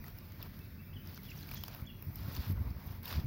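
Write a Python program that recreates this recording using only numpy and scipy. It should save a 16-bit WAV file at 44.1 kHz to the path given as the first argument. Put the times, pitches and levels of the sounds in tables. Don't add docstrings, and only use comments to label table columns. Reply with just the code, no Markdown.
import sys
import numpy as np
from scipy import signal
from scipy.fft import rfft, irfft
from scipy.io import wavfile
from scipy.ndimage import uniform_filter1d

SR = 44100
rng = np.random.default_rng(int(sys.argv[2]) if len(sys.argv) > 2 else 0)


def amplitude_ratio(level_db):
    exponent = np.asarray(level_db, float) / 20
    return 10 ** exponent


def master(y):
    cut = np.clip(np.atleast_2d(y).T, -1, 1)
    pcm = np.round(cut * 32767)
    wavfile.write(sys.argv[1], SR, pcm.astype(np.int16))


N = 143766
TOP_HZ, LOUD_SNAP_TOP_HZ = 15850, 16750

# (frequency [Hz], density [dB per Hz])
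AIR_COLOUR = [(350, -12), (900, -6), (2300, -3), (3000, -15), (5200, -11), (8700, -36), (11000, -16),
              (15200, -2)]
# (frequency [Hz], density [dB per Hz])
RUMBLE_COLOUR = [(15, -43), (25, 3.5), (64, -12.5), (92, 0.5), (114, -10), (139, -6.5), (162, -12),
                 (203, -12), (500, -32), (650, -32.5), (1100, -120)]
# (frequency [Hz], density [dB per Hz])
LEAF_COLOUR = [(350, 5), (950, 7.5), (2100, -2), (5000, 0.5), (8600, -26), (10300, -13), (14700, 2),
               (16800, -11.5)]
# (start [s], length [s], level [dB], crisp top [dB re level], dull body [dB re level])
HAND_STROKES = [(0, 0.5, -69, 4, 4.5), (0.03, 0.1, -61.5, 2, 2.5), (0.381, 0.064, -57, -6, 1.5),
                (0.404, 0.34, -67, 2, -1), (1.018, 0.19, -60, 3, -4), (1.152, 0.47, -57.5, -0.5, -17),
                (1.303, 0.47, -61.5, 4, -1.5), (1.458, 0.14, -55.5, -4, -7), (1.617, 0.26, -59.5, 5, 1),
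                (1.822, 1, -75, 16.5, 10.5), (2.094, 0.45, -57.5, 4, -1.5), (2.293, 0.14, -54.5, 5.5, -4),
                (2.397, 0.14, -54, 6.5, 0), (2.479, 0.33, -68.5, 2, 11.5), (2.715, 0.33, -63, 4.5, 5),
                (3.022, 0.17, -46.5, 1, -4.5), (3.11, 0.16, -58, -0.5, 2), (1.337, 0.064, -56.5, -2, -3),
                (0.426, 0.055, -58, -6, 3.5), (2.19, 0.17, -59.5, 6, 1)]
# (time [s], crisp top [dB], middle [dB re top], low [dB re top])
TWIG_SNAPS = [(0.041, -40, -14, 3), (0.0797, -38, -21, 2), (0.186, -33, -20, -38), (0.3202, -46.5, -1, -8),
              (0.4265, -28.5, -24, -37), (0.5902, -45.5, 3, -17), (1.0718, -37, -18, -20),
              (1.145, -37, -6, -25), (1.1754, -44, 4, -13), (1.2323, -38, -10, -29), (1.304, -47, 4, -18),
              (1.3885, -48.5, 8, -9), (1.4287, -47, 7, -19), (1.5133, -31, -2, 3.5),
              (1.5369, -39.5, 0, 8.5), (1.5443, -26, -28, -26), (1.608, -40, -6, -22),
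              (1.636, -26.5, -10, -2.5), (1.6808, -35, -1, 7), (1.7472, -31, -14, 0),
              (2.0235, -30.5, -16, -8), (2.157, -29, -24, -20), (2.2044, -47, -15, -22.5),
              (2.3497, -46, -11, -19), (2.3638, -37, 4, -26), (2.523, -33.5, -29, -17),
              (2.8699, -35, -28, -16), (3.03, -35, -11, -5), (3.055, -30.5, -2, -28),
              (3.1257, -37, -5.5, 12.5), (2.259, -38.5, -22, -22), (2.283, -38, -16, -18),
              (2.334, -46, -20, -22), (3.081, -35, -12, -15), (0.178, -39, -20, -20)]
# (time [s], level [dB], pitch [Hz])
LEAF_TICKS = [(0.0417, -53, 4240), (0.041, -41.5, 1920), (0.0644, -56, 6800), (0.0803, -54, 5510),
              (0.0803, -59, 4390), (0.1857, -48.5, 5140), (0.3198, -60.4, 6300), (0.4156, -48, 3530),
              (0.4275, -44, 5000), (0.429, -46, 2660), (1.0738, -48.5, 5130), (1.1454, -51.7, 4500),
              (1.1589, -51, 6100), (1.1683, -54, 5430), (1.1728, -53, 4480), (1.176, -52.6, 5770),
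              (1.1766, -46.5, 1400), (1.3015, -50, 5000), (1.3075, -54.5, 6840), (1.317, -42, 2520),
              (1.3739, -51, 5700), (1.378, -50, 5680), (1.3898, -56, 5000), (1.4285, -47, 4100),
              (1.433, -51, 6290), (1.4353, -48, 1380), (1.4906, -46, 2300), (1.5146, -53, 4770),
              (1.5166, -41, 2390), (1.522, -45, 5000), (1.537, -52.1, 6070), (1.5373, -47, 1380),
              (1.545, -56, 2500), (1.6363, -57, 6550), (1.6366, -42.9, 5000), (1.638, -37, 3080),
              (1.6817, -47.0, 6120), (1.6816, -41.5, 4800), (1.7405, -49, 5400), (1.7485, -50.6, 2580),
              (1.8638, -58.5, 6300), (2.0249, -49.5, 2440), (2.1561, -49.5, 5080), (2.2602, -47, 1460),
              (2.35, -45, 6000), (2.3513, -46, 3470), (2.3648, -41.5, 4460), (2.4865, -51, 4450),
              (2.7056, -53.4, 4820), (3.0546, -42, 3650), (3.0586, -41, 3620), (3.077, -42, 2760),
              (3.0795, -42.4, 4600), (3.1269, -39, 3680), (3.1279, -47, 1540), (3.1309, -45, 3530)]
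# (start [s], length [s], first pitch [Hz], last pitch [Hz], level [dB])
BIRD_SLIDES = [(.596, .022, 2600, 2620, -63), (.785, .03, 2550, 2750, -65), (.862, .032, 2380, 2280, -64),
               (.888, .018, 2600, 2620, -65), (1.312, .018, 2900, 2000, -62),
               (1.563, .008, 4200, 6900, -53), (1.572, .015, 7000, 4800, -53),
               (1.65, .016, 3700, 5600, -53), (1.89, .028, 3300, 3350, -61), (1.284, .016, 3050, 2700, -58),
               (1.885, .03, 3000, 2650, -59), (1.908, .012, 3400, 2800, -60), (1.59, .016, 3100, 3600, -57),
               (.929, .012, 2550, 3300, -59), (1.184, .014, 2300, 2000, -61),
               (1.166, .012, 5600, 3400, -59), (1.54, .012, 1900, 2700, -56)]
# (start [s], length [s], top pitch [Hz], level [dB], loudest place [0-1])
BIRD_WHISTLES = [
    (.926, .06, 3400, -53, .72),
    (1.246, .056, 3450, -54, .38),
    (1.55, .048, 3420, -51, .5),
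    (1.848, .06, 3420, -54, .45),
]
# (centre [s], half length before shortening [s], peak [dB], pitch [Hz])
WIND_PUFFS = [(1.827, 0.014, -32.5, 78), (2.088, 0.049, -35, 81), (2.216, 0.046, -39.5, 91.5),
              (2.259, 0.033, -35, 85), (2.286, 0.015, -31.5, 122), (2.38, 0.041, -38.5, 142),
              (2.39, 0.051, -32.5, 65), (2.503, 0.012, -36, 190), (2.516, 0.093, -31, 115),
              (2.595, 0.079, -32.5, 69), (2.62, 0.052, -38.5, 94.7), (2.676, 0.052, -33.5, 73),
              (2.712, 0.026, -33, 85), (2.769, 0.031, -35.5, 80), (2.876, 0.042, -36, 74.6),
              (2.952, 0.039, -44, 67), (3.157, 0.029, -28, 70), (3.186, 0.032, -26.5, 91.5),
              (3.221, 0.071, -42.5, 61.7), (3.255, 0.031, -31, 95)]
# (frequency [Hz], side minus middle [dB])
SIDE_COLOUR = [(60, -58), (110, -72), (200, -19), (380, -14.5), (700, -11.5), (1290, -16.5), (2380, -17.5),
               (4400, -16.5), (8120, -7.5), (15000, -9)]


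def evened(x):
    return x / np.sqrt(np.mean(x ** 2) + 1e-20)


def read(points, hz):
    f, value = np.transpose(points)
    return np.interp(np.log(hz + 1), np.log(f + 1), value)


def add(mix, s, sound):
    start = max(round(s * SR), 0)
    part = mix[start:start + len(sound)]
    part += sound[:len(part)]


def coloured(x, points, lo=0, hi=30000):
    hz = np.fft.rfftfreq(len(x), 1 / SR) + 1e-3
    edges = 1 / np.sqrt((1 + (lo / hz) ** 8) * (1 + (hz / hi) ** 8))
    return irfft(rfft(x) * amplitude_ratio(read(points, hz)) * edges, len(x))


def walled(x, top_hz):
    return irfft(rfft(x) * (np.fft.rfftfreq(len(x), 1 / SR) < top_hz), len(x))


def wander(per_s):
    width = int(SR / per_s)
    smooth = uniform_filter1d(rng.standard_normal(N), width)
    return evened(uniform_filter1d(smooth, width))


def patchy(x, depth_db):
    z = signal.stft(x, nperseg=512, noverlap=384)[2]
    field = uniform_filter1d(rng.standard_normal(z.shape), size=5, axis=0)
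    field = uniform_filter1d(field, size=24, axis=1)
    return signal.istft(z * amplitude_ratio(depth_db * evened(field)), nperseg=512, noverlap=384)[1][:N]


def background():
    hiss = patchy(coloured(rng.standard_normal(N), AIR_COLOUR, lo=300), depth_db=2.5)
    air = evened(hiss) * amplitude_ratio(-57 + 0.67 * wander(11))
    rumble = evened(coloured(rng.standard_normal(N), RUMBLE_COLOUR, hi=650))
    return air + rumble * amplitude_ratio(-46.5 + 0.72 * wander(9.9))


def rustle():
    grains_per_s, grain_spread_db, grain_cycles, smear_db, flicker_db = 1800, 4.5, 2.7, 4, 2.5
    t = np.arange(N) / SR
    power = np.zeros((3, N))
    for s, length, db, crisp_db, dull_db in HAND_STROKES:
        u = np.clip((t - s) / length, 0, 1)
        levels = amplitude_ratio(db + np.array([[dull_db], [0], [crisp_db]]))
        power += (levels * np.sin(np.pi * u) ** 1.01) ** 2

    size = amplitude_ratio(grain_spread_db * np.minimum(rng.exponential(1, N), 2.6))
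    size *= rng.random(N) < grains_per_s / SR
    leaf = rng.integers(0, 24, N)
    grains = np.zeros(N)
    for k, hz in enumerate(np.geomspace(450, 15500, num=24)):
        cycles = np.arange(600) / SR * hz
        ring = np.sin(2 * np.pi * cycles) * np.exp(-cycles / grain_cycles) * hz / 4000
        grains += signal.oaconvolve(size * (leaf == k), ring)[:N]

    rubbing = amplitude_ratio(smear_db) * rng.standard_normal(N)
    source = patchy(evened(grains) + rubbing, depth_db=0.87)
    bands = [(300, 1700), (1700, 8500), (8500, 30000)]
    parts = np.array([coloured(source, LEAF_COLOUR, lo, hi) for lo, hi in bands])
    flicker = amplitude_ratio(flicker_db * np.array([0.44 * wander(73), 0.85 * wander(49), 1.3 * wander(75)]))
    return (parts * flicker * np.sqrt(power)).sum(0) / parts[:2].sum(0).std()


def snaps():
    decay_s, trim_db, mid_trim_db, low_trim_db, tail_db = 0.0024, -5.5, -1, -9, -9
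    t = np.arange(1800) / SR
    crack = np.exp(-t / decay_s)
    shape = crack + 0.077 * np.roll(crack, 90) + amplitude_ratio(tail_db) * np.exp(-t / 0.004)
    fade = np.minimum(t / .002, 1) ** 2 * np.exp(-(t / .009) ** 2)
    out = np.zeros(N)
    for s, top_db, mid_db, low_db in TWIG_SNAPS:
        burst = np.roll(shape * rng.standard_normal(len(t)), 100)
        top_hz = LOUD_SNAP_TOP_HZ if top_db > -31 else TOP_HZ
        parts = [(11500, 33000, 0.0052),  # (low edge [Hz], high edge [Hz], level [dB])
                 (2500, 21000, mid_db + mid_trim_db),
                 (680, 1800, low_db + low_trim_db)]
        for lo, hi, db in parts:
            band = fade * walled(coloured(burst, LEAF_COLOUR, lo, hi), top_hz)
            add(out, s - 70 / SR, band / abs(band).max() * amplitude_ratio(top_db + db + trim_db))
    return out


def ticks():
    decay_s, pair_ratio = 0.002, 1.09
    t = np.arange(500) / SR
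    envelope = np.minimum(t / 0.00014, 1) * np.exp(-t / decay_s)
    out = np.zeros(N)
    for (s, db, hz), phase in zip(LEAF_TICKS, rng.random(len(LEAF_TICKS))):
        ring = np.sin(2 * np.pi * hz * t)
        ring += 0.54 * np.sin(2 * np.pi * (hz * pair_ratio * t + phase))
        add(out, s, amplitude_ratio(db) * envelope * ring)
    return out


def birds():
    arch_start, arch_end, arch_peak = .76, .78, .36
    trees_t60_s, trees_db, flutter_db = .55, -4.5, 4
    out = np.zeros(N)
    for s, length, from_hz, to_hz, db in BIRD_SLIDES:
        u = np.arange(0, 1, 1 / (length * SR))
        hz = from_hz + (to_hz - from_hz) * u
        add(out, s, amplitude_ratio(db) * np.sin(np.pi * u) ** 0.11 * np.sin(2 * np.pi * np.cumsum(hz) / SR))
    for s, length, top_hz, db, loudest in BIRD_WHISTLES:
        u = np.arange(0, 1, 1 / (length * SR))
        rise = np.clip(1 - u / arch_peak, 0, 1)
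        fall = np.clip((u - arch_peak) / (1 - arch_peak), 0, 1)
        hz = top_hz * (1 - (1 - arch_start) * rise ** 2 - (1 - arch_end) * fall ** 1.5)
        effort = np.sin(np.pi * u) ** .4 * (.25 + .65 * np.exp(-((u - loudest) / .2) ** 2))
        add(out, s, amplitude_ratio(db) * effort * np.sin(2 * np.pi * np.cumsum(hz) / SR))
    out *= amplitude_ratio(flutter_db * np.clip(wander(120), -2, 1))

    t = np.arange(SR // 2) / SR
    echoes = rng.standard_normal(len(t)) * (rng.random(len(t)) < .05)
    tail = echoes * amplitude_ratio(-60 * t / trees_t60_s) * (t > .006)
    return out + amplitude_ratio(trees_db) * signal.fftconvolve(out, tail / np.linalg.norm(tail))[:N]


def wind():
    roar_db, sharpness, span = -10, .2, .7
    out = np.zeros(N)
    wobble = .15 * wander(54)
    roar = amplitude_ratio(roar_db) * evened(coloured(rng.standard_normal(N), RUMBLE_COLOUR, 31, 580))
    for s, full_length, db, hz in WIND_PUFFS:
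        length = span * full_length
        at = np.arange(round((s - length) * SR), min(round((s + length) * SR), N))
        turn = 2 * np.pi * np.cumsum(hz * (1 + wobble[at])) / SR
        turn -= np.interp(s * SR, at, turn)
        swell = np.cos(np.pi / 2 * (at / SR - s) / length) ** 2
        swings = np.cos(turn) + sharpness * swell * np.cos(2 * turn)
        out[at] -= amplitude_ratio(db) * swell * (swings + roar[at])
    return out


def scene():
    mid = walled(background() + rustle(), TOP_HZ) + snaps() + ticks() + birds() + wind()
    scattered = coloured(mid, SIDE_COLOUR) * wander(56)
    side = amplitude_ratio(-5.5) * coloured(scattered, [(1, 0), (20000, 0)], lo=310)
    return np.array([mid + side, mid - side])


def band_limit(x):
    return signal.sosfilt(signal.butter(12, 16810, fs=SR, output="sos"), x)


def record(dry):
    hz = np.fft.rfftfreq(N, 1 / SR) + 1e-3
    finished = irfft(rfft(dry) / np.sqrt(1 + (40 / hz) ** 18), N)
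    return band_limit(finished)


dry = scene()
out = record(dry)
master(out)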